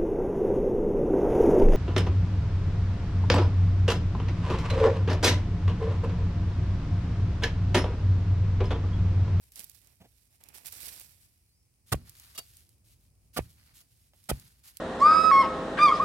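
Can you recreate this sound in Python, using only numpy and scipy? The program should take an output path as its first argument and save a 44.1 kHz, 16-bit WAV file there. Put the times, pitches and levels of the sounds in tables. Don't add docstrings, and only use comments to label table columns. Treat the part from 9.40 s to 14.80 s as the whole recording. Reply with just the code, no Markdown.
import sys
import numpy as np
from scipy import signal
from scipy.fft import rfft, irfft
from scipy.io import wavfile
from scipy.ndimage import uniform_filter1d

SR = 44100
rng = np.random.default_rng(int(sys.argv[2]) if len(sys.argv) > 2 else 0)


def pcm_store(signal):
    levels = np.round(np.clip(np.atleast_2d(signal), -1, 1) * 32767)
    wavfile.write(sys.argv[1], SR, levels.astype(np.int16).T)


N = 238140
T = np.arange(N) / SR

# (frequency [Hz], gain [dB])
RUMBLE_EQ = [(20, -36), (38, -13.5), (58, -2.5), (100, -4.5), (135, -10.5), (180, -17), (300, -22),
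             (600, -31.5), (1500, -43.5), (5000, -72)]
HISS_EQ = [(100, -11.5), (400, 5), (1000, -3), (1600, -6), (2400, 4), (3500, -7.5), (5000, 2), (7000, -1),
           (9600, 6), (13000, -3), (16000, -1.5)]
HAND_GRIT_EQ = [(500, -30), (1500, -10), (2500, -5), (4000, -5), (7000, -4.5), (9600, 0), (13000, 1),
                (16000, -7)]
DRAG_GRIT_EQ = [(500, -24.5), (1500, -7.5), (2600, -4.5), (4500, -1.5), (7000, -1), (9600, -0.5),
                (12500, 0), (15500, -5.5)]
CUT_GRIT_EQ = [(500, -17), (1500, 0), (2600, -5.5), (4500, -6.5), (7000, -7.5), (9500, -2), (12000, -2.5),
               (16000, -10.5)]
CRUMB_EQ = [(100, -1.5), (300, -4.5), (750, -4), (1400, -10.5), (2500, -7.5), (6000, -36.5)]
BLADE_RASP_EQ = [(150, -14.5), (400, -7), (750, -1), (1200, 1), (1800, 1.5), (2850, -2.5), (3600, -7.5),
                 (4500, 2), (7000, -19)]
CLOD_EQ = [(50, -1), (130, 10), (300, -5.5), (750, -5.5), (1300, -20.5), (2500, -16.5), (6000, -29)]
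SNAP_EQ = [(500, -44), (1500, -15), (3000, -3.5), (7000, 2), (11000, 6.5), (16000, 3.5)]
EARTH_EQ = [(20, -29), (50, -5.5), (120, 3.5), (250, -12.5), (600, -26.5), (2000, -44.5), (6000, -64.5)]
LEFT_PORT_EQ = [(60, 1), (280, -3.5), (480, -9.5), (700, -6), (1200, -3), (2500, -3), (5000, 1.5),
                (16000, -3)]

# (frequency [Hz], bandwidth [Hz], level [dB])
BURIED_BLADE_MODES = [(367, 360, -11), (629, 61, 5), (750, 150, 3), (1154, 45, 5), (1340, 240, 0.5),
                      (1770, 100, -6), (2124, 89, -6), (2845, 140, -4), (3700, 160, -10.5),
                      (4640, 86, -9.5), (7660, 110, -20), (11100, 100, -13)]
# (frequency [Hz], t60 [s], level [dB])
FREE_BLADE_MODES = [(682, 0.14, -7.5), (1275, 0.021, 4.5), (2320, 0.035, -10), (2888, 0.066, 0.5),
                    (3430, 0.014, 1.5), (3814, 0.034, 0.5), (4596, 0.15, -4)]
GROUND_MODES = [(56, 0.083, 1.5), (111, 0.055, -1.5), (215, 0.018, -9)]

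# (time [s], pitch [Hz])
BIRD_PITCH = [(2.06, 4210), (2.125, 4450), (2.15, 4930), (2.18, 5170), (2.26, 5330)]
# (time [s], length [s], fine [dB], coarse [dB], left minus right [dB])
HAND_STROKES = [(0.0, 0.087, -65, -74, -1.5), (.115, 0.045, -59, -78, -1.5),
                (.155, 0.089, -51.5, -65.5, -7.5), (.342, 0.011, -57.5, -84, -14.5),
                (.42, 0.12, -77, -72.5, -5.5), (.67, .2, -71.5, -88, -10), (.90, 0.062, -66.5, -74.5, -4.5),
                (1.0, 0.292, -65.5, -64.5, -5.5), (1.137, 0.046, -50.5, -61.5, -8),
                (1.245, 0.041, -45, -62.5, -8), (1.315, 0.3, -49.5, -62, -7), (1.395, 0.1, -45, -61, -8.5),
                (1.80, 0.06, -64, -83, 5)]
BLADE_STROKES = [(2.46, 0.08, -58, -72, 1), (2.645, 0.076, -61, -67, -0.5), (2.72, 0.28, -57.5, -64.5, 1),
                 (3.0, 0.22, -60, -79.5, -0.5), (3.25, 0.08, -70, -94, 0.5), (3.44, 0.094, -63.5, -91, 1),
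                 (3.58, 0.085, -72, -94, 0), (3.785, 0.1, -77, -96, -1), (3.93, 0.066, -53.5, -74, -2),
                 (4.085, 0.018, -57.5, -77, 0), (4.16, 0.16, -68.5, -70, 0),
                 (4.335, 0.067, -57.5, -69.5, -1), (4.48, 0.2, -68.5, -91.5, -1.5),
                 (4.735, 0.21, -67, -85, -3.5), (5.232, 0.059, -53, -64, -0.5),
                 (5.32, 0.072, -63.5, -71, 1)]
# (time [s], fine [dB], coarse [dB])
SOIL_SPILLS = [(2.545, -64, -66), (3.995, -61, -68.5), (4.917, -54, -61)]
# (time [s], length [s], level [dB], low cut [Hz])
CLOD_BUMPS = [(0.194, 0.004, -52, 200), (0.598, 0.036, -54, 70), (0.63, 0.042, -59.5, 203),
              (2.979, 0.026, -49, 370), (4.735, 0.00084, -51.5, 390)]
# (time [s], relative level [dB], left minus right [dB])
ROOT_SNAPS = [(0.1204, -38.5, -2), (0.158, -31.5, -7), (0.194, -27, -4), (0.2427, -31, -12),
              (0.2972, -37.5, -14), (0.3152, -43, -8), (0.3483, -47, -13), (0.4726, -45.5, -9),
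              (1.038, -37.5, -13), (1.0876, -39, -19.5), (1.1448, -44, -13), (1.259, -31.5, -12),
              (1.268, -28.5, -12), (1.3246, -29, -10.5), (1.5985, -32.5, -5), (2.5534, -38, 1.5),
              (2.6953, -32.5, -4), (2.798, -35.5, -1), (2.9801, -34, 9), (3.1696, -37.5, 1),
              (3.2919, -48, -6), (4.8407, -43.5, -1), (4.998, -37.5, 1), (5.3705, -29, -8.5)]
# (time [s], length [s], grit [dB], ring [dB])
BLADE_SCRAPES = [(2.949, 0.0175, -50, -52), (2.9765, .02, -35.5, -42), (4.402, 0.017, -58.5, -68)]
# (entry [s], length [s], relative grit [dB], relative blade [dB], shudder [Hz],
# shudder [dB], stop [s], knock [dB], thud [dB], ground pitch [ratio], blade pitch [ratio])
SPADE_CHOPS = [(2.5175, 0.021, -22, -23, 112.4, -20.5, 2.5432, -19, -18.5, 1.26, 0.98),
               (3.9623, 0.028, -28.5, -26.5, 238, -39, 3.9912, -15, -22, 1.2, 1.016),
               (4.8872, 0.026, -26, -27, 212, -36, 4.9150, -17, -19, 1.1, 1.11)]


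def amp(db):
    return 10 ** (np.asarray(db) / 20)


def unit(x):
    return x / np.sqrt(np.mean(x ** 2) + 1e-20)


def pan(db):
    return amp(np.array([[1], [-1]]) * db / 2)


def add(out, at_s, x):
    i = int(at_s * SR)
    out[:, i:i + x.shape[-1]] += x[..., :N - i]


def convolve(x, response):
    return signal.oaconvolve(np.atleast_2d(x), np.atleast_2d(response), axes=-1)[:, :x.shape[-1]]


def colour(x, eq, size=8192):
    hz, db = np.transpose(eq)
    bins_hz = np.arange(size // 2 + 1) * SR / size
    gain = amp(np.interp(np.log(bins_hz + 1), np.log(hz), db))
    cepstrum = irfft(np.log(gain))[:size // 2]
    cepstrum[1:] *= 2
    return convolve(x, irfft(np.exp(rfft(cepstrum, size))))


def burst(x, length_s, db):
    return x * amp(db) * np.sqrt(length_s * SR / np.sum(np.mean(x ** 2, axis=0)))


def wander(rate_hz):
    step = int(SR / rate_hz)
    held = np.repeat(rng.standard_normal(N // step + 1), step)
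    return unit(uniform_filter1d(held, step)[:N])


def ring(modes, t):
    return sum(amp(db) * np.sin(2 * np.pi * hz * t) * np.exp(-np.log(1000) * t / t60_s)
               for hz, t60_s, db in modes)


def fractures(n, rate_hz, spread_db):
    size = amp(spread_db * np.clip(rng.standard_normal(n), -2, 2))
    return (rng.random(n) < rate_hz / SR) * size * np.sign(rng.standard_normal(n))


def grit(n, rate_hz, spread_db, tick_s=0.00032, spots=8, taps=160):
    scatter = rng.standard_normal((spots, 2, taps)) * np.exp(-T[:taps] / tick_s)
    scatter /= np.linalg.norm(scatter, axis=-1, keepdims=True)
    return sum(convolve(fractures(n, rate_hz / spots, spread_db), spot) for spot in scatter)


def contact(t, length_s, tail_db, tail_s):
    progress = np.minimum(t / length_s, 1)
    settling = np.exp(-np.maximum(t - length_s, 0) / tail_s)
    return np.sin(np.pi * progress) + amp(tail_db) * progress * settling


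def outdoors(rumble_db=-66, swell_db=2, hiss_db=-74, side_db=-11, trickle_db=-83):
    noise = rng.standard_normal(N) + amp(side_db) * rng.standard_normal((2, N))
    rumble = colour(noise, RUMBLE_EQ) * amp(swell_db * wander(rate_hz=1.64))
    hiss = colour(rng.standard_normal((2, N)), HISS_EQ)
    trickle = colour(grit(N, rate_hz=60, spread_db=4.6), HAND_GRIT_EQ)
    return amp(rumble_db) * unit(rumble) + amp(hiss_db) * unit(hiss) + amp(trickle_db) * unit(trickle)


def bird(level_db=-77, waver=0.02):
    times_s, hz = np.transpose(BIRD_PITCH)
    pitch_hz = np.interp(T, times_s, hz) * (1 + waver * wander(rate_hz=440))
    progress = np.clip((T - times_s[0]) / (times_s[-1] - times_s[0]), 0, 1)
    swell = np.sqrt(np.sin(np.pi * progress))
    return amp(level_db) * swell * np.sin(2 * np.pi * np.cumsum(pitch_hz) / SR)


def stroke_power(strokes, attack_s, release_s, settle_db, settle_s):
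    power, t = np.zeros((2, 2, N)), T[:SR]
    for at_s, length_s, fine_db, coarse_db, pan_db in strokes:
        after_s = np.maximum(t - length_s, 0)
        decay = np.maximum(np.exp(-after_s / release_s), amp(settle_db) * np.exp(-after_s / settle_s))
        envelope = (1 - np.exp(-t / attack_s)) * decay
        for flow, db in zip(power, (fine_db, coarse_db)):
            add(flow, at_s, (amp(db) * pan(pan_db) * envelope) ** 2)
    return power


def spill_power(decay_s=0.15):
    power = np.zeros((2, 2, N))
    for at_s, fine_db, coarse_db in SOIL_SPILLS:
        for flow, db in zip(power, (fine_db, coarse_db)):
            add(flow, at_s, (amp(db) * np.exp(-T[:SR] / decay_s)) ** 2)
    return power


def soil(power, fine_eq, coarse_eq, rate_hz, spread_db, crumb_spread_db, pebble_rate_hz, pebble_db):
    fine_gain, coarse_gain = np.sqrt(power)
    grains = unit(grit(N, rate_hz, spread_db))
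    pebbles = amp(pebble_db) * unit(grit(N, pebble_rate_hz, spread_db=5.3))
    ticks = unit(colour(grains + pebbles, fine_eq))
    crumbs = unit(colour(grit(N, rate_hz=3000, spread_db=crumb_spread_db), coarse_eq))
    slips = amp(1.3 * wander(rate_hz=70))
    return (fine_gain * ticks + coarse_gain * crumbs) * slips


def hand_raking(lag_samples=15):
    power = stroke_power(HAND_STROKES, attack_s=0.0055, release_s=0.0096, settle_db=-8, settle_s=0.16)
    left, right = soil(power, HAND_GRIT_EQ, CRUMB_EQ, rate_hz=5000, spread_db=3,
                       crumb_spread_db=7, pebble_rate_hz=220, pebble_db=-7.5)
    return np.array([np.pad(left, (lag_samples, 0))[:N], right])


def blade_dragging():
    power = stroke_power(BLADE_STROKES, attack_s=0.011, release_s=0.03, settle_db=-10, settle_s=0.088)
    return soil(power + spill_power(), DRAG_GRIT_EQ, BLADE_RASP_EQ, rate_hz=9000, spread_db=3.5,
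                crumb_spread_db=6.5, pebble_rate_hz=75, pebble_db=-12.5)


def clod_bumps(n=8000):
    out, t = np.zeros((2, N)), T[:n]
    for at_s, length_s, db, low_cut_hz in CLOD_BUMPS:
        push = fractures(n, rate_hz=6000, spread_db=2) * contact(t, length_s, tail_db=-14, tail_s=0.012)
        push = signal.sosfilt(signal.butter(2, low_cut_hz, "high", fs=SR, output="sos"), push)
        add(out, at_s, burst(colour(push, CLOD_EQ), length_s, db))
    return out


def root_snaps(crack_s=0.00033, run_s=0.0028, run_db=-1, trim_db=-9, n=4000):
    out, t = np.zeros((2, N)), T[:n]
    for at_s, db, pan_db in ROOT_SNAPS:
        crack = unit(rng.standard_normal((2, n)) * np.exp(-t / crack_s))
        run = unit(grit(n, rate_hz=9000, spread_db=3.6) * np.exp(-t / run_s))
        snap = colour(crack + amp(run_db) * run, SNAP_EQ)
        add(out, at_s, burst(snap, run_s, db + trim_db) * pan(pan_db))
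    return out


def blade_scrapes(n=12000):
    out, t = np.zeros((2, N)), T[:n]
    for at_s, length_s, grit_db, ring_db in BLADE_SCRAPES:
        force = contact(t, length_s, tail_db=-50, tail_s=0.0036)
        skid = grit(n, rate_hz=6500, spread_db=2.4) * force ** 0.31
        add(out, at_s, burst(colour(skid, DRAG_GRIT_EQ), length_s, grit_db))
        add(out, at_s, burst(convolve(skid, ring(FREE_BLADE_MODES, t)), length_s, ring_db))
    return out


def edge_crunch(t, length_s):
    force = contact(t, length_s, tail_db=-19, tail_s=0.017)
    return colour(grit(len(t), rate_hz=12000, spread_db=3.5) * force ** 1.15, CUT_GRIT_EQ)


def blade_rattle(t, length_s, pitch_ratio):
    modes = [(hz, np.log(1000) / (np.pi * width_hz), db + 20 * np.log10(width_hz))
             for hz, width_hz, db in BURIED_BLADE_MODES]
    force = contact(t, length_s, tail_db=-28, tail_s=0.01)
    kicks = fractures(len(t), rate_hz=3000, spread_db=2.5) * force
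    return convolve(kicks, ring(modes, t * pitch_ratio))


def shaft_shudder(t, length_s, hz):
    return -np.sin(2 * np.pi * hz * t) * contact(t, length_s, tail_db=-29, tail_s=0.0092)


def knock(t, width_s=0.00043):
    u = t / width_s
    return -u * np.exp((1 - u ** 2) / 2)


def spade_chops(offset_s=0.002, thud_rise_s=0.0036, crumble_s=0.0068, shake_s=0.055, n=16384):
    out, t = np.zeros((2, N)), T[:n]
    for (entry_s, length_s, grit_db, blade_db, shudder_hz, shudder_db,
         stop_s, knock_db, thud_db, ground_ratio, blade_ratio) in SPADE_CHOPS:
        add(out, entry_s, burst(edge_crunch(t, length_s), length_s, grit_db - 6) * pan(-2))
        add(out, entry_s, burst(blade_rattle(t, length_s, blade_ratio), length_s, blade_db - 5.5))
        add(out, entry_s, amp(shudder_db) * shaft_shudder(t, length_s, shudder_hz))
        add(out, stop_s - offset_s, amp(knock_db) * knock(t - offset_s))
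        thud = ring(GROUND_MODES, t * ground_ratio) * (1 - np.exp(-t / thud_rise_s))
        add(out, stop_s + offset_s, amp(thud_db) * thud)
        crumble = colour(grit(n, rate_hz=5000, spread_db=3) * np.exp(-t / crumble_s), CRUMB_EQ)
        add(out, stop_s, burst(crumble, crumble_s, knock_db - 21))
        shake = unit(colour(rng.standard_normal(n), EARTH_EQ)) * np.exp(-t / shake_s)
        add(out, stop_s, amp(thud_db - 21) * shake)
    return out


def scene():
    sliding = hand_raking() + blade_dragging()
    impacts = spade_chops() + blade_scrapes() + root_snaps() + clod_bumps()
    return sliding + impacts + bird() + outdoors()


def record(dry, lag_samples=6, low_cut_hz=36, high_cut_hz=16200):
    left = colour(np.pad(dry[0], (lag_samples, 0))[:N], LEFT_PORT_EQ)[0]
    highpass = signal.butter(3, low_cut_hz, "high", fs=SR, output="sos")
    lowpass = signal.ellip(10, 0.2, 70, high_cut_hz, fs=SR, output="sos")
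    return signal.sosfilt(lowpass, signal.sosfilt(highpass, np.array([left, dry[1]])))


dry = scene()
out = record(dry)
pcm_store(out)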